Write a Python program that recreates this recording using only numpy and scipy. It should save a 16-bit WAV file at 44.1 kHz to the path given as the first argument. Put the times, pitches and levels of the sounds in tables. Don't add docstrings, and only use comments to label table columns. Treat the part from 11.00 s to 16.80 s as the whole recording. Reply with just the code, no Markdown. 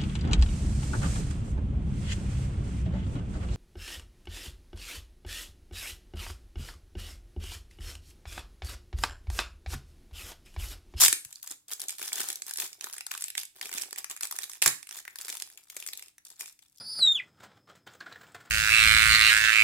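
import sys
import numpy as np
from scipy import signal
from scipy.fft import rfft, irfft, next_fast_len
from scipy.io import wavfile
from scipy.ndimage import map_coordinates

SR = 44100
rng = np.random.default_rng(int(sys.argv[2]) if len(sys.argv) > 2 else 0)


def wrap_up_sound(samples):
    columns = np.atleast_2d(samples).T
    tamed = np.clip(columns, -1, 1)
    steps = np.round(tamed * 32767).astype(np.int16)
    wavfile.write(sys.argv[1], SR, steps)


N = 255780

# pitch_hz [Hz], level_db [dB]
FILM_COLOUR = [(700, -59.5), (2400, -19), (3500, -4), (6500, -0.5), (7800, 2.5), (9000, -1), (10500, -0.5),
               (12500, -5.5), (15000, -9.5), (16000, -22.5)]
# pitch_hz [Hz], level_db [dB]
PATCH_COLOUR = [(170, -49), (560, -15), (830, -2), (1300, -2), (1750, -0.5), (2050, -3), (2400, -0.5),
                (2900, -3.5), (6000, -8)]
# pitch_hz [Hz], level_db [dB]
PACKET_COLOUR = [(45, -33), (215, -12.5), (360, 0), (600, -6.5), (780, -1.5), (1500, -41.5)]


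def undb(db):
    return 10 ** (np.asarray(db) / 20)


def unit(x):
    return x / np.sqrt(np.sum(x ** 2) / len(x))


def curve_db(points, size):
    hz, db = np.transpose(points)
    bin_hz = np.arange(size // 2 + 1) * SR / size
    return np.interp(np.log(bin_hz + 1), np.log(hz), db)


def colour(x, points):
    size = next_fast_len(2 * x.shape[-1]) * 2
    cepstrum = irfft(np.log(undb(curve_db(points, size))))
    cepstrum[1:size // 2] *= 2
    cepstrum[size // 2 + 1:] = 0
    response = np.exp(rfft(cepstrum))
    return irfft(rfft(x, size) * response)[..., :x.shape[-1]]


def resonate(x, hz, q):
    return signal.lfilter(*signal.iirpeak(hz, max(q, 1), fs=SR), x)


def add(out, start_s, sound):
    start = max(int(start_s * SR), 0)
    part = sound[:, :max(N - start, 0)]
    out[:, start:start + part.shape[1]] += part


def snaps():
    # start_s [s], crack_db [dB], ring_db [dB], ring_hz [Hz]
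    snap_table = [(0.0178,-17,-26.5,2210), (0.0217,-19.5,-24.5,914), (.03,-15,-31.5,2140),
                  (.036,-8,-23,1060), (0.0487,-16.5,-24,2440), (.061,-15.5,-23,2850), (.082,-13.5,-23,2434),
                  (0.1277,-15,-26.5,2240), (0.2496,-37.5,-52.5,2300), (.327,-40,-53.5,2970),
                  (0.3574,-41.5,-80,3200), (0.4292,-37,-59,2260), (0.4753,-36,-51,2280),
                  (0.5125,-34,-60,1420), (0.715,-36.5,-58,1530), (.7225,-37,-59,1990),
                  (.734,-31.5,-57,2350), (0.7972,-39,-53,2600), (0.803,-33.5,-58,3060),
                  (0.817,-31.5,-54,1970), (0.8842,-29,-55,2750), (.894,-32,-41.5,2430),
                  (.8995,-42,-53,2500), (0.9058,-33,-50,2500), (0.9838,-38.5,-52,2450),
                  (1.0158,-36.5,-42.5,1880), (1.0273,-35,-40,2560), (1.0486,-43,-49,3140),
                  (1.079,-32,-55,1470), (1.12,-49,-38,2300), (1.1305,-25.5,-65,3140), (1.157,-31,-52,1820),
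                  (1.2045,-26.5,-38.5,1690), (1.2327,-36,-52,2910), (1.287,-28.5,-50,1490),
                  (1.3021,-29.5,-39,1680), (1.3287,-33,-60,1870), (1.3572,-33.5,-68,2330),
                  (1.4204,-32,-46.5,2040), (1.483,-42,-52,1800), (1.4946,-39,-59,2430),
                  (1.51,-33.5,-42.5,1820), (1.537,-31.5,-61,2760), (1.559,-36,-49,2000),
                  (1.5727,-30,-55,2500), (1.5857,-34,-44,2260), (1.601,-26,-39,2200),
                  (1.6211,-46,-37.5,2250), (1.7299,-41.5,-53,2750), (1.8102,-36,-42.5,2560),
                  (1.8423,-31,-41,1730), (1.8694,-63,-40,1110), (1.928,-39,-58,2420),
                  (1.935,-35.5,-53,2400), (1.941,-41,-49,1410), (1.966,-45,-48,1450),
                  (1.9821,-35.5,-42.5,2500), (2.008,-36.5,-38.5,2330), (2.0663,-32.5,-43.5,1450),
                  (2.1122,-45,-36,2950), (2.1156,-30.5,-37,1450), (2.1394,-39,-38.5,3040),
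                  (2.1506,-37,-39.5,1250), (2.1774,-35,-42,2980), (2.2093,-36.5,-52,2400),
                  (2.2225,-30,-42,2260), (2.2407,-28,-41.5,2570), (2.283,-36,-46,2760),
                  (2.3024,-35,-44,2520), (2.3525,-37,-37.5,2200), (2.3787,-26.5,-31.5,2620),
                  (2.4331,-37,-45,2560), (2.453,-40,-64,2830), (2.613,-33.5,-36,2250), (2.628,-43,-36,3530),
                  (2.6566,-36.5,-41,2320), (2.693,-40,-44,1840), (2.7153,-38.5,-45,2000),
                  (2.7281,-35.5,-40,2330), (2.7396,-34,-42.5,1700), (2.777,-34,-42,2300),
                  (2.782,-31,-35,2680), (2.814,-35,-45,2970), (2.82,-29,-56,2000), (2.835,-39.5,-41,2500),
                  (2.909,-42,-52,2450), (2.929,-33.5,-42,1490), (2.96,-41,-42.5,2380),
                  (2.9845,-33,-39.5,2380), (3.044,-33,-38,1980), (3.099,-36,-49,1720),
                  (3.1117,-35,-43,3020), (3.1645,-39,-49.5,1760), (3.1743,-44,-47,1990),
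                  (3.2092,-32.5,-39,1685), (3.2327,-26.5,-39,2660), (3.2529,-34,-41.5,2090),
                  (3.272,-37,-64.5,2620), (3.3116,-31.5,-42,1580), (3.3249,-32.5,-41.5,1046),
                  (3.364,-35.5,-60.5,2124), (3.388,-29,-36.5,1970), (3.4218,-38.5,-53.5,2234),
                  (3.4334,-33,-47,2200), (3.44,-33.5,-46,1850), (3.497,-38.5,-48.5,1420),
                  (3.5162,-42.5,-55,2033), (3.534,-40.5,-48.5,2540), (3.6189,-24.5,-28,3060),
                  (3.6238,-14.5,-20,2740), (3.6607,-12.5,-16,1496), (3.677,-13.5,-28.5,2035),
                  (3.829,-41.5,-48,2380), (3.871,-44.5,-50.5,2320), (3.891,-40,-50,1980),
                  (3.9104,-39,-44.5,2300), (3.988,-67,-46.5,1700), (4.0521,-51,-43,1700),
                  (4.0787,-48.5,-36,1980), (4.1576,-38.5,-47,1540), (4.187,-37,-50,3250),
                  (4.2125,-36,-49,2410), (4.2488,-40,-50,2170), (4.2828,-35,-42,1910),
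                  (4.2929,-39,-42,2200), (4.3002,-32.5,-42,3120), (4.326,-36,-42,2380),
                  (4.3522,-40,-52,2500), (4.3702,-37,-57,2910), (4.4,-35.5,-48,2520), (4.4225,-31,-40,2720),
                  (4.501,-50,-55.5,2190), (4.575,-45.5,-49,2600), (4.7,-41.5,-49,2870),
                  (4.7665,-34,-43,1960), (4.7722,-45,-53,1890), (4.801,-38,-55,2490), (4.8251,-43,-41,2900),
                  (4.8642,-34.5,-44,2670), (4.8744,-34,-59,2400), (4.8874,-35.5,-45,1970),
                  (4.9336,-35.5,-41,3160), (4.9746,-37.5,-58,2900), (4.9945,-43,-49,2430),
                  (5.0247,-41.5,-46.5,2600), (5.083,-50.5,-57,3400), (5.182,-50.5,-54.5,1940),
                  (5.303,-46,-62,1700), (5.4088,-32.5,-39,2480), (5.459,-43.5,-48.5,2580),
                  (5.4787,-45.5,-53,1920), (5.591,-53.5,-64,2480), (5.6257,-61.5,-60,3430),
                  (5.783,-52.5,-81.5,2690)]
    packet_db, thud_db = -23.5, -12.5
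    pan_spread_db, lag_spread_s = 2.5, .00005
    creak_db, creak_s = -19.0, .0031
    equal_q, q_slope, top_q = 1.6, .55, 2
    level_scale = np.sqrt(.005 * SR)
    out = np.zeros((2, N))
    for start_s, crack_db, ring_db, ring_hz in snap_table:
        pan_db = pan_spread_db * rng.standard_normal()
        bright = buckle(flutter_s=.0023, flutter_db=4.5, apart=.45)
        bright = unit(colour(glint(bright, q=14.0, gain_db=1.0), FILM_COLOUR))

        push = buckle(flutter_s=.0022, flutter_db=3.0, apart=.95)
        q = min(equal_q * undb(q_slope * (ring_db - crack_db)), top_q)
        ringing = resonate(resonate(push, ring_hz, q), ring_hz, q)
        patch = unit(colour(ringing + undb(thud_db) * push, PATCH_COLOUR))
        packet = unit(colour(push, PACKET_COLOUR))

        sound = undb(crack_db) * bright + undb(ring_db) * (patch + undb(packet_db) * packet)
        sound = sound * undb(np.array([[pan_db], [-pan_db]]) / 2) * level_scale
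        sound = place(sound, lag_spread_s * rng.standard_normal())
        add(out, start_s, sound)
        for early in rng.random(size=2):
            step = unit(colour(buckle(flutter_s=.0028, flutter_db=8.5, apart=1.0), FILM_COLOUR))
            add(out, start_s - creak_s * early, step * undb(crack_db + creak_db) * level_scale)
    return out


def buckle(flutter_s, flutter_db, apart, size=1024):
    t = np.arange(size) / SR
    noise = rng.standard_normal((3, size)) * np.exp(-t / flutter_s)
    sound = undb(flutter_db) * unit(noise[0] + apart * noise[1:])
    sound[:, 0] += rng.choice([-1, 1])
    return sound


def glint(x, q, gain_db):
    pitches_hz = rng.uniform(3000, 14000, size=4)
    return x + undb(gain_db) * sum(resonate(x, hz, q) for hz in pitches_hz)


def place(sound, lag_s):
    lag = int(round(lag_s * SR))
    ears = []
    for ear, delay in zip(sound, (lag, -lag)):
        before = max(delay, 0)
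        ears.append(np.pad(ear, (before, abs(lag) - before)))
    return np.array(ears)


def crumple():
    # start_s [s], held_s [s], crackle_db of the film [dB], flex_db of the packet [dB]
    squeeze_table = [(0,0.054,-17.5,-58), (.25,0.28,-59.5,-96.5), (.435,0.073,-50,-79),
                     (.505,0.01,-39.5,-66), (.674,0.041,-48.5,-73), (.714,0.019,-42.5,-63.5),
                     (.79,.061,-48.5,-66.5), (.883,0.061,-47.5,-72), (.986,.11,-43.5,-63),
                     (1.12,0.2,-41,-60), (1.178,0.03,-35.5,-56.5), (1.345,0.065,-62.5,-68.5),
                     (1.46,.05,-44,-69), (1.58,0.075,-39.5,-60), (1.68,0.12,-63.5,-74), (1.82,0.08,-52,-67),
                     (1.925,0.059,-55,-77.5), (2.108,0.16,-48.5,-79), (2.372,0.028,-39,-76.5),
                     (2.545,.13,-62.5,-72.5), (2.612,.25,-51,-63), (2.73,.1,-43,-66),
                     (2.87,0.014,-63,-64.5), (2.974,0.011,-41,-60.5), (3.098,0.021,-45,-62),
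                     (3.222,0.02,-37.5,-62), (3.32,.14,-51.5,-69), (3.495,0.066,-49,-77.5),
                     (3.618,0.025,-29,-60.5), (3.66,0.0086,-29,-41), (3.912,.08,-46,-70),
                     (4.09,0.11,-56.5,-84.5), (4.19,0.076,-46,-72.5), (4.278,0.077,-44,-67.5),
                     (4.365,0.048,-53.5,-68), (4.46,0.34,-59,-84.5), (4.7,0.37,-53,-78),
                     (5.244,0.028,-51,-90), (5.29,0.23,-57,-84.5), (5.392,0.031,-45.5,-69),
                     (5.59,0.25,-67.5,-104)]
    patch_db, stiff_share = 7.0, .38
    body_hz, body_q, body_db = 380, 6.3, -12.5
    crackle_db, flex_db = grip(squeeze_table)
    between_db = crackle_db + stiff_share * (flex_db - crackle_db) + patch_db
    fine = swarm(crackle_db, FILM_COLOUR, rate=130., scatter_db=4, flutter_s=.0014, apart=.6)
    middle = swarm(between_db, PATCH_COLOUR, rate=260., scatter_db=7.0, flutter_s=.0017, apart=.44)
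    wide = swarm(flex_db, PACKET_COLOUR, rate=370., scatter_db=15.5, flutter_s=.00073, apart=.18)
    body = undb(body_db) * resonate(wide, body_hz, body_q)
    return fine + middle + wide + body


def grip(rows):
    grip_s, ease_db_per_s, settle_s = .0016, 12, .017
    t = np.arange(N) / SR
    power = np.full((2, N), 1e-12)
    for start_s, held_s, crackle_db, flex_db in rows:
        age_s = np.maximum(t - start_s, 0)
        attack = np.minimum(age_s / grip_s, 1)
        sag = undb(-ease_db_per_s * age_s)
        release = np.exp(-np.maximum(age_s - held_s, 0) / settle_s)
        power += (undb([[crackle_db], [flex_db]]) * attack * sag * release) ** 2
    return 10 * np.log10(power)


def swarm(level_db, shape, rate, scatter_db, flutter_s, apart, facets=14):
    out = np.zeros((2, N))
    clicks_per_s = rate * undb(.6 * (level_db - np.median(level_db)))
    density = np.clip(clicks_per_s, rate / 3, SR / 10) / SR
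    for _ in range(facets):
        fired = rng.random(N) < density / facets
        size = undb(scatter_db * np.clip(rng.standard_normal(N), -2, 2))
        clicks = fired * size / np.sqrt(np.mean(size ** 2) * density)
        clicks = clicks * undb(level_db) * rng.choice([-1, 1], N)
        facet = glint(buckle(flutter_s, 0, apart), q=34.0, gain_db=9.5)
        facet = place(unit(colour(facet, shape)), .00006 * rng.standard_normal())
        out += signal.oaconvolve(clicks[None], facet, axes=1)[:, :N]
    return out


def jolts():
    # start_s [s], level_db [dB], pitch_hz [Hz]
    jolt_table = [(0.035, -55, 100), (0.085, -50, 82), (0.13, -44.5, 397), (0.258, -58, 83),
                  (0.51, -55.5, 288), (1.016, -52.5, 378), (1.204, -47, 300), (1.637, -59, 340),
                  (1.843, -55, 364), (2.656, -56.5, 380), (2.749, -52, 280), (2.927, -55, 386),
                  (3.661, -42.5, 103), (3.676, -42.5, 183), (4.251, -59.5, 370), (4.3, -57, 354),
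                  (4.423, -60, 377), (4.767, -51.5, 456)]
    cycles, q = .91, 1.5
    level_scale = np.sqrt(.0076 * SR)
    out = np.zeros((2, N))
    for start_s, level_db, pitch_hz in jolt_table:
        knock = buckle(flutter_s=cycles / pitch_hz, flutter_db=-3, apart=.37, size=4096)
        knock = unit(resonate(resonate(knock, pitch_hz, q), pitch_hz, q))
        add(out, start_s, knock * undb(level_db) * level_scale)
    return out


def hold(x):
    # start_s [s], left_lag_s [s], left_minus_right_db [dB]
    position = [(0, .00005, 0.5), (2.501, .00012, -1.5), (3.6, .00008, -2.5), (5.0, -.00006, 1)]
    point_s, *columns = np.transpose(position)
    samples = np.arange(N)
    lag_s, pan_db = (np.interp(samples / SR, point_s, column) for column in columns)
    ears = []
    for ear, side in zip(x, (.5, -.5)):
        delayed = map_coordinates(ear, [samples - side * lag_s * SR], order=3)
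        ears.append(delayed * undb(side * pan_db))
    return np.array(ears)


def room(x):
    t60_s, onset_s, gain_db = .28, .004, -8.5
    t = np.arange(SR // 2) / SR
    decay = np.exp(-np.log(1000) * t / t60_s)
    tail = rng.standard_normal((2, len(t))) * decay * np.clip(t / onset_s, 0, 1) ** 2
    side = colour(tail[1], [(400, -11.0), (2000, 6.5)])
    tail = unit(np.array([tail[0] + side, tail[0] - side]))
    tail = colour(tail, [(200, 8.0), (3500, 0), (8000, -1.5), (15000, -3.0)])
    return undb(gain_db) * signal.oaconvolve(x, tail, axes=1)[:, :N]


def air():
    # pitch_hz [Hz], level_db [dB]
    air_colour = [(25, -10), (110, -3.5), (560, -19.5), (16000, -21.5)]
    noise_db, hum_hz, hum_db = -77.5, 300, -91
    hum = undb(hum_db) * np.sqrt(2) * np.sin(2 * np.pi * hum_hz * np.arange(N) / SR)
    noise = rng.standard_normal((3, N))
    noise = unit(colour(noise[0] + .59 * noise[1:], air_colour)) * np.sqrt(N)
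    return noise * undb(noise_db) + hum


def scene():
    bag = hold(snaps() + crumple() + jolts())
    return bag + room(bag) + air()


def record(dry):
    # pitch_hz [Hz], difference_db [dB]
    ports = [(2000, 0.5), (5500, -2.5), (9000, 0), (13500, 8)]
    ceiling, top_hz = .52, 16000
    tilt_db = curve_db(ports, N) / 2
    heard = irfft(rfft(dry) * undb(np.array([tilt_db, -tilt_db])), N)
    heard = ceiling * np.tanh(heard / ceiling)
    low_pass = signal.ellip(8, .2, 70, top_hz, fs=SR, output="sos")
    return signal.sosfilt(low_pass, heard)


dry = scene()
out = record(dry)
wrap_up_sound(out)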